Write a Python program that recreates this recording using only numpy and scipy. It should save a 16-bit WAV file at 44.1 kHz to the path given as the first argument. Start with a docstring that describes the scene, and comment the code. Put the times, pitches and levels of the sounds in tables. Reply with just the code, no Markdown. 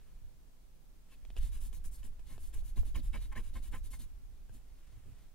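"""A gloved finger scratches to and fro, about ten strokes a second, on a small card held over a desk.
Stick-slip friction drives the sound: the cotton weave hisses on every stroke, and where the nail bites
through the cloth the card rasps and rings in its modes, with a few light taps and short squeaks.
The hands shake the nearby stereo microphone a little. At the end the card is drawn away,
and gloves and sleeves rustle in the quiet room."""
import sys
import numpy as np
from scipy import signal
from scipy.fft import rfft, irfft
from scipy.io import wavfile
from scipy.ndimage import uniform_filter1d

SR = 44100
rng = np.random.default_rng(int(sys.argv[2]) if len(sys.argv) > 2 else 0)


def dump_mix(stems):
    """Bounce the given channels to the path in sys.argv[1] as a 16-bit WAV at rate SR."""
    frames = np.atleast_2d(stems).T  # one column per channel
    limited = np.clip(frames, -1, 1)  # hard clip at full scale
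    pcm = np.round(limited * 32767).astype(np.int16)
    wavfile.write(sys.argv[1], SR, pcm)


N = 235494


def from_db(db):
    """Amplitude ratio of a level in decibels."""
    return 10 ** (np.asarray(db) / 20)


def unit_rms(x):
    """Normalisation to unit mean power."""
    return x / np.sqrt(np.mean(x ** 2) + 1e-20)


def in_time(rows):
    """Linear interpolation of (time, values...) rows: one curve per value column."""
    times, *columns = np.transpose(rows)
    return [np.interp(np.arange(N) / SR, times, column) for column in columns]


def per_bin(points):
    """Interpolation of (frequency, value) rows over log frequency, at every spectral bin."""
    hz, value = np.transpose(points)
    return np.interp(np.log(np.arange(N // 2 + 1) * SR / N + 1), np.log(hz), value)


def coloured(x, spectrum):
    """Spectral shaping of a stationary noise; rms 1."""
    return unit_rms(irfft(rfft(x) * from_db(per_bin(spectrum)), N))


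def low_pass(x, hz, order):
    """Butterworth low-pass filter."""
    return signal.sosfilt(signal.butter(order, min(hz, .45 * SR), fs=SR, output="sos"), x)


def drift(hz):
    """Random fluctuation: Gaussian noise through two low-pass poles; rms 1."""
    r = np.exp(-2 * np.pi * hz / SR)
    return unit_rms(signal.lfilter([1], [1, -2 * r, r * r], rng.standard_normal(N + SR))[SR:])


def resonate(x, modes):
    """Modal superposition: damped resonators in parallel share one driving force."""
    out = 0
    for hz, bandwidth, db in modes:
        r = np.exp(-np.pi * bandwidth / SR)
        poles = [1, -2 * r * np.cos(2 * np.pi * hz / SR), r * r]
        out = out + from_db(db) * (1 - r * r) / 2 * signal.lfilter([1, 0, -1], poles, x + 1e-18)
    return out


def slips(per_s, spread_db):
    """Stick-slip friction as a Poisson train of impulses of uneven size; rms 1."""
    sizes = from_db(spread_db * np.minimum(rng.exponential(1, N), 4))
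    return unit_rms(sizes * rng.choice([-1, 1], N) * (rng.random(N) < per_s / SR))


def steady(x, span_s):
    """Division by the running rms holds the power even, as under a constant force."""
    return x / np.sqrt(np.abs(uniform_filter1d(x ** 2, max(int(span_s * SR), 2))) + 1e-12)


def swell(start, peak, end, sharpness):
    """Sine-power envelope of a movement that speeds up to its peak and slows to rest."""
    gain = np.zeros(N)
    at = np.arange(int(start * SR), min(int(end * SR), N))
    progress = np.interp(at / SR, [start, peak, end], [0, .5, 1])
    gain[at] = np.abs(np.sin(np.pi * progress)) ** sharpness
    return gain


def swells(rows, peak_share, sharpness):
    """Incoherent addition: (time, duration, levels...) swells sum in power, one gain per level column."""
    power = 0
    for start, length, *levels in rows:
        envelope = swell(start, start + peak_share * length, start + length, sharpness)
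        power = power + np.outer(from_db(levels), envelope) ** 2
    return np.sqrt(power)


def linger(gain, decay_s):
    """Damping: the power of an envelope dies away exponentially."""
    r = np.exp(-1 / (decay_s * SR))
    return np.sqrt(signal.lfilter([1 - r], [1, -r], gain ** 2 + 1e-18))


# background spectrum of the room: (frequency [Hz], relative level [dB])
ROOM_SPECTRUM = [(76, -49), (130, 1.5), (194, -7.5), (219, -10.5), (257, -4.5), (295, -12.5), (340, -12.5),
                 (399, -13.5), (432, -14.5), (1080, -22), (1220, -23), (1820, -26), (15500, -29.5)]


def room_noise(level_db):
    """Ambient noise: a faint stationary hiss, uncorrelated between the channels."""
    return from_db(level_db) * coloured(rng.standard_normal((2, N)), ROOM_SPECTRUM)


# movement of the hands: (time [s], level [dB])
HAND_MOTION = [(0, -59.5), (.25, -51), (.38, -61), (1.1, -59.5), (1.45, -41.5), (2.3, -51), (2.95, -40.5),
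               (3.3, -44), (3.8, -43.5), (4.15, -52), (4.45, -54), (4.65, -55.5), (5.34, -58)]
# the hands bumping the desk: (peak time [s], rumble level [dB], thud level [dB])
DESK_BUMPS = [(1.41, -34.5, -56), (1.61, -44, -76), (1.86, -42.5, -64), (2.08, -44.5, -59.5),
              (2.34, -53, -53), (2.43, -42, -63), (2.581, -38, -63), (2.798, -33, -47), (3.079, -40, -54.5),
              (4.52, -55, -55), (4.95, -75, -55.5), (5.079, -62, -50)]
# two spectra of the shaken microphone: (frequency [Hz], relative level [dB])
RUMBLE_SPECTRUM = [(5, -11), (10, 12), (18, 14.5), (27, 5), (38, 9.5), (52, 4), (62, -3.5), (75, -7.5),
                   (110, -59.5)]
THUD_SPECTRUM = [(50, -13), (75, -17), (92, -9.5), (115, -8.5), (140, -20.5), (190, -27.5), (400, -37),
                 (900, -63.5)]


def handling_noise(push):
    """Structure-borne sound: hand motion, pushes and bumps shake the microphone, more on the right."""
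    moving = from_db(in_time(HAND_MOTION)[0])
    pushed = linger(push, decay_s=0.013)  # passes through the desk and dies away in the mount
    rise_s, fall_s = 0.046, 0.082
    bumps = [(peak - rise_s, rise_s + fall_s, *levels) for peak, *levels in DESK_BUMPS]
    bump_rumble, bump_thud = swells(bumps, peak_share=rise_s / (rise_s + fall_s), sharpness=1.6)
    rumble_gain = np.linalg.norm([moving, from_db(9.5) * pushed, bump_rumble], axis=0)
    thud_gain = np.linalg.norm([from_db(-16) * moving, from_db(4.5) * pushed, bump_thud], axis=0)
    # the mount moves both capsules partly together
    sway = rng.standard_normal((2, N)) + 0.8 * rng.standard_normal(N)
    rumble = rumble_gain * steady(coloured(sway, RUMBLE_SPECTRUM), span_s=0.11)
    thud = thud_gain * steady(coloured(rng.standard_normal((2, N)), THUD_SPECTRUM), span_s=0.15)
    return rumble * from_db([[3.5], [6]]) + thud * from_db([[-4], [2.5]])  # left, right


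# gloves and sleeves shifting: (time [s], level [dB])
RUSTLE_LEVELS = [(0, -75.5), (.9, -100), (1.1, -79), (4.45, -82), (4.92, -72.5), (5.05, -77.5),
                 (5.22, -71.5), (5.34, -86)]


def glove_rustle():
    """Friction of cloth on cloth: dense slips make a broadband noise whose level flickers."""
    db, = in_time(RUSTLE_LEVELS)
    spectrum = [(200, -4.0), (700, -5.0), (2500, -5.0), (5000, -12.5), (10000, -10.0), (15000, -23)]
    return from_db(db + drift(hz=34)) * coloured(slips(per_s=6000, spread_db=4.0), spectrum)


# strokes of the glove, to and fro; the flex of the card stands for the push:
# (time [s], duration [s], hiss level [dB], rasp level [dB], flex level [dB])
FINGER_STROKES = [(1.363, 0.047, -70, -68.5, -65.5), (1.409, 0.086, -63, -72, -72.5),
                  (1.515, 0.077, -64, -72, -74), (1.603, 0.087, -61, -76, -71.5),
                  (1.729, 0.052, -62, -76, -71), (1.842, 0.042, -58.5, -79, -68.5),
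                  (1.914, 0.058, -60.5, -82.5, -78.5), (1.977, 0.03, -66, -78, -79),
                  (2.041, 0.0395, -63, -74, -64.5), (2.301, 0.0652, -65.5, -77, -68.5),
                  (2.39, 0.11, -64.5, -80.5, -76), (2.532, 0.082, -64.5, -75, -66),
                  (2.64, 0.076, -65, -78, -78), (2.765, 0.048, -63, -71, -58),
                  (2.849, 0.061, -65.5, -75.5, -68), (2.949, 0.056, -65.5, -66.5, -53),
                  (3.028, 0.065, -67, -75, -74), (3.131, 0.065, -68, -67.5, -59.5),
                  (3.204, 0.068, -65.5, -70.5, -71), (3.36, 0.0533, -64, -69, -56.5),
                  (3.427, 0.081, -67, -75, -74), (3.539, 0.063, -66.5, -72.5, -61.5),
                  (3.623, 0.068, -63.5, -72.5, -73), (3.719, 0.078, -65, -75, -64.5),
                  (3.835, 0.048, -63.5, -74.5, -73.5), (3.906, 0.066, -60, -74.5, -72),
                  (3.992, 0.056, -60.5, -72, -66)]
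USUAL_PUSH_DB = -68


def stroke_envelopes():
    """Friction noise follows speed and load: hiss, rasp and flex gains rise, hold and release."""
    lead_s, run_out_s, release_s = 0.0081, 0.018, 0.059
    power = np.zeros((3, N))
    for start, length, hiss_db, rasp_db, flex_db in FINGER_STROKES:
        harder_db = flex_db - USUAL_PUSH_DB  # a harder push grips sooner and tires faster
        attack_s = 0.019 * np.exp(-0.04 * harder_db)
        sag_db_per_s = 22 + 3 * harder_db
        span = lead_s + length + run_out_s
        t = np.arange(int(span * SR)) / SR
        rise = np.sin(np.pi / 2 * np.minimum(t / attack_s, 1))
        fall = np.sin(np.pi / 2 * np.minimum((span - t) / release_s, 1))
        speed_db = 3.5 * np.sin(np.pi * t / span)  # the finger is fastest halfway
        hold = from_db(speed_db - sag_db_per_s * (t - span / 2))
        at = int((start - lead_s) * SR)
        power[:, at:at + len(t)] += np.outer(from_db([hiss_db, rasp_db, flex_db]), rise * fall * hold) ** 2
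    return np.sqrt(power)


def extra_push_db():
    """Normal load relative to the usual push, interpolated from stroke to stroke."""
    return in_time([(start + length / 2, flex_db - USUAL_PUSH_DB)
                    for start, length, _, _, flex_db in FINGER_STROKES])[0]


# friction spectrum of the cotton weave: (frequency [Hz], relative level [dB])
COTTON_SPECTRUM = [(300, -53), (900, -12), (2000, -28), (4000, -11), (5300, -7.5), (7200, -1), (8800, -2),
                   (9800, 0), (11700, 0), (12700, -2.5), (13600, -9.5), (15500, -9.5), (17000, -7.5)]


def cloth_hiss():
    """Fibre slips merge into noise; a fingertip pressed flat brings out the lower part of its spectrum."""
    fibres = coloured(slips(per_s=16000, spread_db=3.0), COTTON_SPECTRUM) * from_db(drift(hz=100))
    lower = irfft(rfft(fibres) * per_bin([(7000, 1), (9500, 0)]), N)
    lower_gain = from_db(-3 + 0.07 * extra_push_db())
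    return fibres + (lower_gain - 1) * lower


# modes of the stiff coating under the fingertip: (frequency [Hz], bandwidth [Hz], gain [dB])
COATING_MODES = [(1030, 210, 6.5), (1690, 670, 7), (2380, 910, 6), (2740, 420, 1.5), (2950, 240, 8),
                 (3580, 460, 10), (3740, 2500, 4.5), (4370, 440, -24)]


def coating_rasp(per_s, spread_db, buzz_db, buzz_width_hz, top_hz):
    """Catching threads excite the coating's resonances and a narrowband buzz that falls with load."""
    buzz_hz = 3125 - 28 * extra_push_db()
    carrier = np.cos(2 * np.pi * np.cumsum(buzz_hz) / SR)
    modes = unit_rms(resonate(slips(per_s, spread_db), COATING_MODES))
    buzz = unit_rms(low_pass(slips(per_s, spread_db), buzz_width_hz / 2, order=2) * carrier)
    return steady(low_pass(modes + from_db(buzz_db) * buzz, top_hz, order=6), span_s=0.038)


# modes of the whole held card: (frequency [Hz], bandwidth [Hz], gain [dB])
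CARD_MODES = [(234, 14, -18), (282, 37, 0), (558, 130, -5), (848, 39, -1.5), (1036, 86, 2.5),
              (1060, 33, -8), (1277, 100, -7.5), (1580, 100, -2.5), (1785, 94, -0.5), (2136, 200, -2),
              (2350, 46, -27), (2640, 130, -5.5), (2993, 88, -0.5), (3900, 40, -25), (3720, 92, -3)]


def card_ring(per_s, spread_db):
    """Forced vibration of a plate: random slips drive the modes of the card."""
    return resonate(slips(per_s, spread_db), CARD_MODES)


# bending modes of the card under the finger: (frequency [Hz], bandwidth [Hz], gain [dB])
FLEX_MODES = [(149, 23, -8), (231.9, 10.4, 7.5), (300.5, 10.3, 2.5), (367, 23, -23), (550, 105, -19.5)]
# the glove brushing past and the card sliding away:
# (time [s], duration [s], hiss level [dB], rasp level [dB], flex level [dB])
LIGHT_BRUSHES = [(1.09, 0.076, -70.5, -75, -84), (2.25, 0.068, -66, -73.5, -76),
                 (4.514, 0.082, -66.5, -79.5, -66)]


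def rubbing(strokes):
    """Sliding friction: cotton hisses over the card, which rasps, rings and hums as it bends."""
    brushes = swells(LIGHT_BRUSHES, peak_share=0.5, sharpness=1.4)
    hiss_gain, rasp_gain, flex_gain = strokes * from_db([[-0.5], [-1.26], [-0.4]]) + brushes
    bending = steady(resonate(slips(per_s=2500, spread_db=1.5), FLEX_MODES), span_s=0.21)
    buzzing = coating_rasp(per_s=5000, spread_db=1.0, buzz_db=-13, buzz_width_hz=1240, top_hz=5280)
    ringing = unit_rms(card_ring(per_s=2900, spread_db=0.5))
    hiss = from_db(2.5) * cloth_hiss()
    rasp = from_db(3.5) * buzzing + from_db(-4.0) * ringing
    hum = from_db(1.5) * low_pass(bending, 640, order=2)
    return hiss_gain * hiss + rasp_gain * rasp + flex_gain * hum


# squeaks of the card: (time [s], duration [s], level [dB], start frequency [Hz], end frequency [Hz])
CARD_SQUEAKS = [(1.112, .044, -69, 2700, 2550), (2.944, .021, -59, 3250, 3000),
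                (3.136, .02, -57, 2200, 1950), (3.364, .02, -45.5, 1650, 1950),
                (3.557, .02, -61, 2200, 2120), (3.732, .046, -50.5, 1050, 1030),
                (3.927, .03, -62, 2150, 2120), (4.489, .018, -73, 1580, 1560)]


def squeaks(waver, flutter_db):
    """Periodic stick-slip: for a moment the slips lock into a gliding, unsteady tone."""
    t = np.arange(N) / SR
    unsteady = 1 + waver * drift(hz=139)
    out = 0
    for start, length, db, first_hz, last_hz in CARD_SQUEAKS:
        hz = np.interp(t, [start, start + length], [first_hz, last_hz]) * unsteady
        tone = np.sqrt(2) * np.sin(2 * np.pi * np.cumsum(hz) / SR)
        out = out + from_db(db) * swell(start, start + length / 2, start + length, sharpness=0.81) * tone
    return out * from_db(flutter_db * drift(hz=98))


# the nail biting into the coating: (time [s], duration [s], ring level [dB], rasp level [dB])
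NAIL_BITES = [(1.116, .03, -71, -77), (1.359, 0.052, -84, -61.5), (1.403, 0.062, -76.5, -65),
              (1.724, 0.032, -70.5, -73), (1.838, .022, -67.5, -82), (2.017, 0.032, -72, -76),
              (2.19, .022, -81, -80), (2.277, 0.13, -69, -80), (2.526, 0.037, -66.5, -61.5),
              (2.763, 0.027, -60, -66.5), (2.947, 0.031, -52.5, -56.5), (3.126, 0.058, -52, -63),
              (3.312, 0.034, -55, -67), (3.342, 0.07, -53, -66), (3.546, .044, -55.5, -66.5),
              (3.718, .066, -52, -64), (3.925, .036, -60, -65)]


def nail_scratches():
    """Coarse stick-slip drives the whole card; cloth damps the treble until the nail skids on, hissing."""
    ring_gain, rasp_gain = swells(NAIL_BITES, peak_share=0.28, sharpness=1.78)
    skid_share, skid_s, skid_boost_db = 0.51, .016, 7
    skids = [(start + skid_share * length - skid_s / 2, skid_s, rasp_db + skid_boost_db)
             for start, length, _, rasp_db in NAIL_BITES]
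    skid_gain, = swells(skids, peak_share=0.3, sharpness=0.77)
    ringing = steady(low_pass(card_ring(per_s=2200, spread_db=2.0), 2620, order=4), span_s=0.018)
    buzzing = coating_rasp(per_s=1500, spread_db=3.5, buzz_db=0, buzz_width_hz=800, top_hz=3500)
    ring = from_db(1.35) * linger(ring_gain, decay_s=.004) * ringing
    return ring + from_db(-7.0) * rasp_gain * buzzing + skid_gain * cloth_hiss()


# light taps and catches on the card: (time [s], click level [dB], knock level [dB])
CARD_TAPS = [(1.251, -49, -66.5), (1.303, -50, -63.5), (1.366, -42, -59), (1.374, -46.5, -63),
             (1.729, -48.5, -67.5), (2.032, -49.5, -78), (2.194, -53.5, -70), (2.38, -51, -59.5),
             (2.624, -73, -65), (2.832, -61, -59), (4.495, -59, -67)]
# modes of the snapping card and the knocking fingertip: (frequency [Hz], bandwidth [Hz], gain [dB])
SNAP_MODES = [(1870, 440, -11), (2710, 480, -0.5), (3000, 120, 2.5), (3700, 330, -33)]
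KNOCK_MODES = [(226, 77, 10), (384, 100, 6.5), (626, 73, 0), (770, 47, -15)]


def taps(crumble_s, crumble_db, bounce_s, bounce_db):
    """Impact excitation: a click, a crumble of smaller slips and one soft bounce, over a dull knock."""
    sharp, dull = np.zeros((2, N))
    t = np.arange(SR // 50) / SR
    for start, click_db, knock_db in CARD_TAPS:
        at = int(start * SR)
        force = from_db(crumble_db) * rng.standard_normal(len(t)) * np.exp(-t / crumble_s)
        force[0] = 1
        force[int(bounce_s * SR)] += from_db(bounce_db)
        sharp[at:at + len(t)] += from_db(click_db) * force
        dull[at] += from_db(knock_db)
    tick = low_pass(sharp, 9700, order=1)
    snap = from_db(15) * resonate(sharp, SNAP_MODES)
    knock = from_db(38.5) * resonate(low_pass(dull, 1300, order=2), KNOCK_MODES)
    return tick + snap + knock


# balance at the microphone pair: (frequency [Hz], left minus right level [dB])
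CHANNEL_BALANCE = [(30, -6), (230, -10), (450, -3), (800, -0.5), (1400, 1), (5500, -0.5), (8200, -0.5),
                   (10200, 2.5), (10900, 11.5), (12300, 1), (13500, 9), (15000, -5)]
# sound that reaches both capsules alike: (frequency [Hz], share of power [0-1])
DIRECT_SHARE = [(100, .2), (250, .45), (800, .96), (2000, .96), (3500, .88), (5200, .6), (7500, .72),
                (10000, .8), (13000, .76), (15500, .6)]


def microphone_pair(x, desk_t60_s, right_lag_s):
    """Superposition of direct sound, left capsule first, and diffuse scatter from hands and desk."""
    t = np.arange(SR // 5) / SR
    paths = rng.standard_normal((2, 2, len(t))) * from_db(-60 * t / desk_t60_s)  # pose, capsule, time
    paths = rfft(paths / np.sqrt(np.sum(paths ** 2, axis=2, keepdims=True)), N)
    hz = np.arange(N // 2 + 1) * SR / N
    arrival = np.exp(-2j * np.pi * hz * np.array([[0], [right_lag_s]]))
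    share = per_bin(DIRECT_SHARE)
    sides = from_db(per_bin(CHANNEL_BALANCE) * np.array([[.5], [-.5]]))
    spectrum = rfft(x) * sides / np.sqrt(np.mean(sides ** 2, axis=0))
    direct = irfft(spectrum * np.sqrt(share) * arrival, N)
    scatter_a, scatter_b = irfft(spectrum * np.sqrt(1 - share) * paths, N)
    pose = np.pi * drift(hz=2.94)  # the scatter shifts as the hands move
    return direct + np.cos(pose) * scatter_a + np.sin(pose) * scatter_b


def scene():
    """Linear superposition of airborne sound from card and gloves, structure-borne noise and the room."""
    strokes = stroke_envelopes()
    airborne = rubbing(strokes) + nail_scratches() + glove_rustle()
    airborne += squeaks(waver=.016, flutter_db=2)
    airborne += taps(crumble_s=0.0025, crumble_db=-12.5, bounce_s=.01, bounce_db=-7)
    room = room_noise(level_db=-68)
    shaking = handling_noise(push=strokes[-1])
    return microphone_pair(airborne, desk_t60_s=.028, right_lag_s=37e-6) + shaking + room


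def record(dry):
    """Band limiting: a steep elliptic low-pass cuts the treble above 15750 Hz."""
    return signal.sosfilt(signal.ellip(12, .1, 80, 15750, fs=SR, output="sos"), dry)


dry = scene()
out = record(dry)
dump_mix(out)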